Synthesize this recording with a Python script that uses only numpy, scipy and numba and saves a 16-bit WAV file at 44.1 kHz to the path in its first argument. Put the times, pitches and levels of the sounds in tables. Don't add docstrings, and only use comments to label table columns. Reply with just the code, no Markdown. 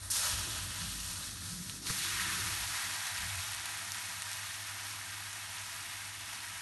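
import sys
import numpy as np
from scipy import signal
from scipy.fft import rfft, irfft, next_fast_len
from scipy.io import wavfile
from scipy.ndimage import uniform_filter1d
from numba import njit

SR = 44100
rng = np.random.default_rng(int(sys.argv[2]) if len(sys.argv) > 2 else 0)


def linear_from_db(decibels):
    return 10 ** (np.asarray(decibels, float) / 20)


def output_pcm(signal):
    pcm = np.clip(np.atleast_2d(signal).T, -1, 1) * 32767
    wavfile.write(sys.argv[1], SR, np.round(pcm).astype(np.int16))


N = 291501
T = np.arange(N) / SR
ROOM_SCATTER = rng.standard_normal(8192)

# time_s, fizz_db
CLOTH_VIGOUR = [(1.812, -50), (1.83, -46), (1.857, -43.5), (1.872, -36.5), (1.89, -37.5), (1.905, -33.5),
                (1.925, -37.5), (1.96, -36), (2.02, -36.5), (2.3, -38.5), (2.6, -40), (3.05, -41.5),
                (3.5, -43.5), (4.15, -45), (4.35, -44.5), (5, -46), (5.45, -46.5), (5.8, -46.5), (6.1, -47),
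                (6.6, -47)]


def unit(x, part=slice(None)):
    return x / np.sqrt(np.mean(x[part] ** 2))


def band(x, lo_hz, hi_hz, order=2):
    return signal.sosfilt(signal.butter(order, [lo_hz, hi_hz], "band", fs=SR, output="sos"), x)


def colour(x, points, size=2048):
    hz, gain_db = np.transpose(points)
    bin_hz = np.arange(size // 2 + 1) * SR / size
    gain = linear_from_db(np.interp(np.log(bin_hz + 1), np.log(hz), gain_db))
    cepstrum = irfft(np.log(gain))
    cepstrum[1:size // 2] *= 2
    cepstrum[size // 2 + 1:] = 0
    impulse = irfft(np.exp(rfft(cepstrum)))
    return signal.fftconvolve(x, impulse)[:N]


def slice_of(x, lo_hz, hi_hz):
    size = next_fast_len(N)
    octave = np.log2(np.arange(size // 2 + 1) * SR / size + 1)

    def rise(hz):
        position = np.clip(.5 + (octave - np.log2(hz)) / .4, 0, 1)
        return np.sin(np.pi / 2 * position) ** 2

    return irfft(rfft(x, size) * (rise(lo_hz) - rise(hi_hz)), size)[:N]


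@njit
def ring(x, centre_hz, width):
    out, band_state, low_state = np.empty(len(x)), 0., 0.
    for i in range(len(x)):
        g = np.tan(np.pi * centre_hz[i] / SR)
        v = (band_state + g * (x[i] - low_state)) / (1 + g * (g + width))
        band_state = 2 * v - band_state
        low_state += 2 * g * v
        out[i] = width * v
    return out


def walk(rate):
    hold = int(SR / rate)
    steps = np.repeat(rng.standard_normal(N // hold + 1), hold)
    slewed = uniform_filter1d(uniform_filter1d(steps, hold), hold)
    return unit(slewed[:N])


def even(x, share):
    envelope = np.abs(signal.hilbert(x, next_fast_len(N))[:N])
    return unit(x / (envelope + 0.12 * envelope.mean()) ** share)


def travel(x):
    # centre_hz, width_hz, gain_db
    path_bands = [(724, 16.6, -15), (908, 16, -2), (964, 65, 4), (1031, 31, -4.5), (1320, 89, 3.5),
                  (1540, 34, -6), (1653, 110, 2.5), (1946, 170, 0.5), (2037, 61, -5), (2310, 72, -5),
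                  (4925, 180, -4.5), (7580, 2150, -4.5), (10540, 1420, -6.5)]
    hz = np.geomspace(300, 16000, 900)
    gain_db = sum(peak_db / (1 + (2 * (hz - centre) / width) ** 2) for centre, width, peak_db in path_bands)

    room_db, t60_s, top_hz = -12.5, 0.058, 3040
    t = np.arange(8192) / SR
    tail = band(ROOM_SCATTER, 160, top_hz, order=1) * np.exp(-np.log(1000) * t / t60_s) * (t > .002)
    gain = np.sqrt(np.mean(np.abs(rfft(tail)[40:400]) ** 2))
    tail = linear_from_db(room_db) * tail / gain
    tail[0] = 1
    return signal.fftconvolve(colour(x, np.transpose([hz, gain_db]), size=8192), tail)[:N]


def hum():
    hz = 101.7 + .5 * walk(8.6)
    level_db = -58 + .5 * walk(3.2)
    return np.sqrt(2) * np.sin(2 * np.pi * np.cumsum(hz) / SR) * linear_from_db(level_db)


def rumble():
    # time_s, upper_db, deep_db
    rumble_levels = [(0, -49, -47.5), (.15, -58, -57), (.27, -57, -64), (.34, -41, -47), (.45, -45.5, -54),
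                     (.65, -47.5, -51), (.75, -52, -63), (.87, -51, -52), (1.05, -55, -51),
                     (1.15, -50, -59), (1.3, -57, -57), (1.45, -48, -63), (1.55, -63, -55),
                     (1.65, -49.5, -62), (1.8, -64, -60), (2.05, -58, -65), (2.15, -58, -56),
                     (2.25, -51.5, -60), (2.45, -49, -61), (2.63, -53.5, -51), (2.75, -60, -65),
                     (3.05, -60, -71), (3.15, -56.5, -71), (3.23, -49, -53), (3.36, -44.5, -68),
                     (3.45, -55, -68), (3.55, -58, -63), (3.75, -62.5, -77), (6.6, -63, -70.5)]
    time_s, upper_db, deep_db = np.transpose(rumble_levels)
    upper = even(band(rng.standard_normal(N), 80.5, 106.7), 0.45)
    deep = even(band(rng.standard_normal(N), 43.3, 65, order=3), 0.66)
    return linear_from_db(np.interp(T, time_s, upper_db)) * upper + linear_from_db(np.interp(T, time_s, deep_db)) * deep


def drone_and_rustle():
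    # time_s, drone_db, rustle_db
    drone_levels = [(0, -71, -66), (.15, -62, -63.5), (.27, -61, -69), (.35, -58, -59), (.45, -60.5, -56),
                    (.65, -55, -62.5), (.75, -57, -64), (.85, -49.5, -67), (.95, -55.5, -58.5),
                    (1.05, -58, -65.5), (1.17, -56.5, -59), (1.4, -56, -62), (1.55, -51, -65),
                    (1.65, -54, -61), (1.82, -57, -56), (2.0, -56.5, -62), (2.15, -57, -61.5),
                    (2.33, -52.5, -57), (2.45, -53.5, -56.5), (2.64, -62.5, -65.5), (2.85, -64.5, -66.5),
                    (2.95, -63, -64), (3.05, -70, -77), (3.22, -59, -67), (3.35, -62.5, -74.5),
                    (3.55, -69.5, -68.5), (3.68, -67.5, -66.5), (4, -67, -70), (5, -68, -69.5),
                    (6.6, -69, -69.5)]
    # time_s, pitch_hz
    rustle_pitch = [(0, 278), (.5, 292), (1.2, 252), (1.45, 277), (1.8, 265), (2.1, 303), (2.42, 350),
                    (2.7, 298), (6.6, 297)]
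    time_s, drone_db, rustle_db = np.transpose(drone_levels)
    drone_db, rustle_db = np.interp(T, time_s, drone_db), np.interp(T, time_s, rustle_db)

    drone_hz = 176.9
    narrow = even(band(rng.standard_normal(N), drone_hz - 5, drone_hz + 5), .6)
    narrow = narrow * linear_from_db(np.minimum(drone_db + 60, 0))
    bed = unit(band(rng.standard_normal(N), 130, 206))
    drone = 0.56 * narrow + 0.92 * bed

    pitch_hz = np.interp(T, *np.transpose(rustle_pitch))
    rustle = unit(ring(ring(rng.standard_normal(N), pitch_hz, 0.52), pitch_hz, 0.52))
    return linear_from_db(drone_db + 1.0 * walk(15)) * drone + linear_from_db(rustle_db + 1.37 * walk(12)) * rustle


def slap():
    # start_s, peak_db
    pushes = [(1.897, -37.5), (1.9, -27.5), (1.907, -29)]
    # pitch_hz, level_db (relative), t60_s
    plate_modes = [(130, 5, 0.06), (187, 5, 0.043), (252, -10, 0.043), (332, -13, 0.025), (492, 0, 0.15),
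                   (1270, 14.5, 0.0095)]
    out, t = np.zeros(N), np.arange(8192) / SR
    thud = sum(linear_from_db(level_db) * np.sin(2 * np.pi * hz * t) * np.exp(-np.log(1000) * t / t60_s)
               for hz, level_db, t60_s in plate_modes)
    thud = thud / np.abs(thud).max()
    for start_s, peak_db in pushes:
        start = int(start_s * SR)
        out[start:start + 8192] += linear_from_db(peak_db) * thud
    return out


def faint_spits(count=110):
    from_s, thinning, over_fizz_db, spread_db = 2.4, 1.4, 16.5, 2.2
    when = from_s + rng.random(count) ** thinning * (T[-256] - from_s)
    fizz_db = np.interp(when, *np.transpose(CLOTH_VIGOUR))
    level_db = fizz_db + over_fizz_db + spread_db * rng.standard_normal(count)
    pitch_hz = 7000 * 2 ** (.45 * rng.standard_normal(count))
    length_ms = np.full(count, .06)
    return np.transpose([when, level_db, pitch_hz, length_ms])


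def spits():
    # start_s, peak_db, pitch_hz, length_ms (rise and decay constant)
    loud_spits = [(0.1016, -29, 9000, 0.22), (0.1024, -22, 5540, 0.26), (0.1034, -36, 9400, 0.18),
                  (0.8174, -26, 6000, .07), (1.1, -29, 6000, .07), (1.3113, -23, 6000, .07),
                  (1.697, -17.5, 3500, 0.087), (1.87, -17, 4400, 0.11), (1.901, -22, 8200, .07),
                  (1.907, -20, 5500, .06), (2.5878, -26, 6000, 0.064), (2.6332, -19, 6000, 0.076),
                  (2.7562, -23, 8000, .07), (2.8216, -20, 6000, .07), (2.8468, -18, 8000, .07),
                  (3.009, -20, 6000, 0.054), (3.0694, -15, 6400, .09), (3.1624, -18, 9000, 0.089),
                  (3.189, -22, 2500, .2), (3.2202, -15, 6000, 0.079), (3.3561, -16, 6000, 0.054),
                  (3.4218, -15.5, 7760, .08), (3.5332, -21, 4200, 0.25), (3.5478, -17, 3000, .05),
                  (3.5699, -18, 6500, 0.055), (3.5978, -19, 2500, .08), (3.6568, -15, 11100, 0.35),
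                  (3.6606, -27, 2800, 0.055), (3.7743, -17, 7400, .07), (3.8522, -23, 6000, 0.085),
                  (3.9198, -12.5, 6000, .07), (3.946, -17, 3500, 0.071), (3.9722, -18, 6900, 0.091),
                  (4.2213, -14, 10000, 0.1), (4.3157, -17, 7000, .06), (4.3313, -15, 5930, 0.095),
                  (4.3708, -16, 6500, 0.084), (4.5202, -28, 8400, .06), (4.8339, -23.5, 5200, 0.067),
                  (4.8676, -21, 4630, .3), (4.9104, -23, 5500, .2), (5.2538, -29, 5000, 0.048),
                  (5.33, -18.5, 10000, .08), (5.6197, -26, 3900, 0.07), (5.8281, -24, 6000, .07),
                  (5.8881, -22.5, 7800, .12), (5.9355, -23, 6000, 0.046), (6.3313, -24, 3840, .08)]
    out, t = np.zeros(N), np.arange(256) / SR
    for start_s, peak_db, pitch_hz, length_ms in np.vstack([loud_spits, faint_spits()]):
        pop = np.sin(2 * np.pi * pitch_hz * t) + 1.5 * rng.standard_normal(256)
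        pop = pop * t * np.exp(-t * 1e3 / length_ms)
        start = int(start_s * SR)
        out[start:start + 256] += linear_from_db(peak_db) * pop / np.abs(pop).max()
    return travel(band(out, 3100, 20000, order=1))


def bursts(rate, spread_db, length_s):
    hit = rng.random(N) < rate / SR
    size_db = spread_db * np.minimum(rng.exponential(size=N), 5.5)
    keep = np.exp(-1 / (length_s * SR))
    envelope = signal.lfilter([1], [1, -keep], hit * linear_from_db(size_db))
    return unit(envelope * rng.standard_normal(N))


def ringing_pockets():
    out = 0
    for hz in 420 * 2 ** np.arange(0, 5.1, .5):
        pocket = band(bursts(150 + .08 * hz, 2.3, 2.0 / hz), hz / 1.253, hz * 1.213)
        out = out + unit(pocket) * np.sqrt(hz / 26000)
    return out


def boil(vigour, lands_s, wets_s, growth, steepness, tint, rate, spread_db, pocket_db, smooth_db,
         flicker_db, patchy_db):
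    size_edges = (16000, 4600, 3400, 2400, 1500, 950, 400)
    time_s, fizz_db = np.transpose(vigour)
    part = slice(int(time_s[0] * SR), int(time_s[-1] * SR))
    fizz_db = np.interp(T, time_s, fizz_db)
    since = np.maximum(T - lands_s, 0)
    wet = np.minimum(since / wets_s, 1) ** 2

    over_db = [0]
    for before, grown, lack, grow_s, drift in growth:
        after = grown - lack * np.exp(-(since / grow_s) ** steepness) + drift * since
        over_db.append(before + wet * (after - before))

    snaps = unit(band(bursts(rate, spread_db, .0001), 6900, 21400, order=1))
    crackle = (snaps + linear_from_db(pocket_db) * ringing_pockets()) * linear_from_db(-5 * np.exp(-since / .5))
    steam = crackle + linear_from_db(smooth_db) * rng.standard_normal(N)
    steam = travel(colour(steam, tint))

    flicker, out = flicker_db * walk(13) + 0.5 * walk(90), 0
    for k, db in enumerate(over_db):
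        share = unit(slice_of(steam, size_edges[k + 1], size_edges[k]), part)
        out = out + share * linear_from_db(fizz_db + db + flicker * 1.08 ** k + patchy_db * walk(8))
    return out


def cavity(x, resonance):
    time_s, centre_hz, lift_db = np.transpose(resonance)
    lift = linear_from_db(np.interp(T, time_s, lift_db)) - 1
    return x + lift * ring(x, np.interp(T, time_s, centre_hz), 0.27)


def drops_boil():
    # time_s, fizz_db
    drop_vigour = [(0, -55), (0.03, -47), (0.06, -48.5), (0.1008, -50.5), (0.1018, -39), (0.107, -34.5),
                   (0.111, -32.5), (0.12, -32.5), (0.145, -33.5), (0.165, -31), (0.2, -34), (0.33, -37.5),
                   (0.45, -39), (0.6, -41), (0.78, -42), (0.88, -42.5), (1.3, -43.5), (1.4, -46.5),
                   (1.5, -44.5), (1.6, -47), (1.7, -47), (1.78, -48), (1.82, -52)]
    # before_db, grown_db, lack_at_landing_db, grow_s, drift_db_per_s
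    drop_growth = [(-6.5, -6.5, 11, 0.042, -0.9), (-13.5, -5.5, 22, 0.079, -3),
                   (-8, -6.5, 18.5, 0.095, -3.5), (-12, -7, 25, 0.071, -5), (-11.5, -15, 36, 0.024, -4.5)]
    # hz, gain_db
    drop_colour = [(240, -55), (400, -28), (508, -13.5), (1020, -7), (1270, -3), (2270, -9), (2970, -9),
                   (4220, -4.5), (9580, -2), (10600, -4), (11700, -3), (15200, -61), (22000, -120)]
    # time_s, centre_hz, lift_db
    drop_cushion = [(.1, 10000, 6.5), (.14, 9200, -0.5), (.17, 5600, -0.5), (.22, 3600, 0),
                    (.33, 3260, 0.5), (.9, 3000, 1.5), (1.2, 2800, -3)]
    steam = boil(drop_vigour, lands_s=0.1015, wets_s=.001, growth=drop_growth, steepness=0.5, tint=drop_colour,
                 rate=4000, spread_db=2.4, pocket_db=-5.0, smooth_db=5.1, flicker_db=0.7, patchy_db=.5)
    return cavity(steam, drop_cushion)


def cloth_boil():
    # before_db, grown_db, lack_at_landing_db, grow_s, drift_db_per_s
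    cloth_growth = [(-7, -6.5, 0, 0.11, -0.27), (-13, -8, 5.5, 0.13, 0.33), (-15, -4.5, 6, 0.23, 0.19),
                    (-12.5, -8, 9, 0.25, 0.4), (-19, -14.5, 8.5, 0.69, 0.21)]
    # hz, gain_db
    cloth_colour = [(240, -47), (400, -35), (569, -25), (674, -11.5), (960, -8), (1040, -9.5), (1150, -5.5),
                    (1270, -4.5), (1640, -4), (2300, -3.5), (4930, -9), (5600, -9), (11700, -8),
                    (15200, -42), (22000, -120)]
    # time_s, centre_hz, lift_db
    cloth_space = [(1.82, 5600, 5), (1.88, 4370, 2.5), (1.95, 4000, -4), (2.04, 3450, 2), (2.12, 2460, 1.5),
                   (2.22, 1870, 3.5), (2.36, 1470, 1), (2.6, 1300, -2.5)]
    steam = boil(CLOTH_VIGOUR, lands_s=1.845, wets_s=.03, growth=cloth_growth, steepness=2.5, tint=cloth_colour,
                 rate=3000, spread_db=2.9, pocket_db=-3.0, smooth_db=5.6, flicker_db=0.3, patchy_db=.35)
    return cavity(steam, cloth_space)


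def scene():
    covered = np.clip((T - CLOTH_VIGOUR[0][0]) / .01, 0, 1)
    boiling = np.sqrt(1 - covered) * drops_boil() + np.sqrt(covered) * cloth_boil()
    mid = hum() + rumble() + drone_and_rustle() + slap() + spits() + boiling
    side = linear_from_db(-37) * band(np.roll(mid, 1500), 300, 6300)
    return np.array([mid + side, mid - side])


def top_cut(x):
    return signal.sosfilt(signal.butter(12, 11820, fs=SR, output="sos"), x)


def record(dry):
    cut = signal.sosfilt(signal.ellip(12, .2, 60, 11900, fs=SR, output="sos"), dry)
    return top_cut(cut)


dry = scene()
out = record(dry)
output_pcm(out)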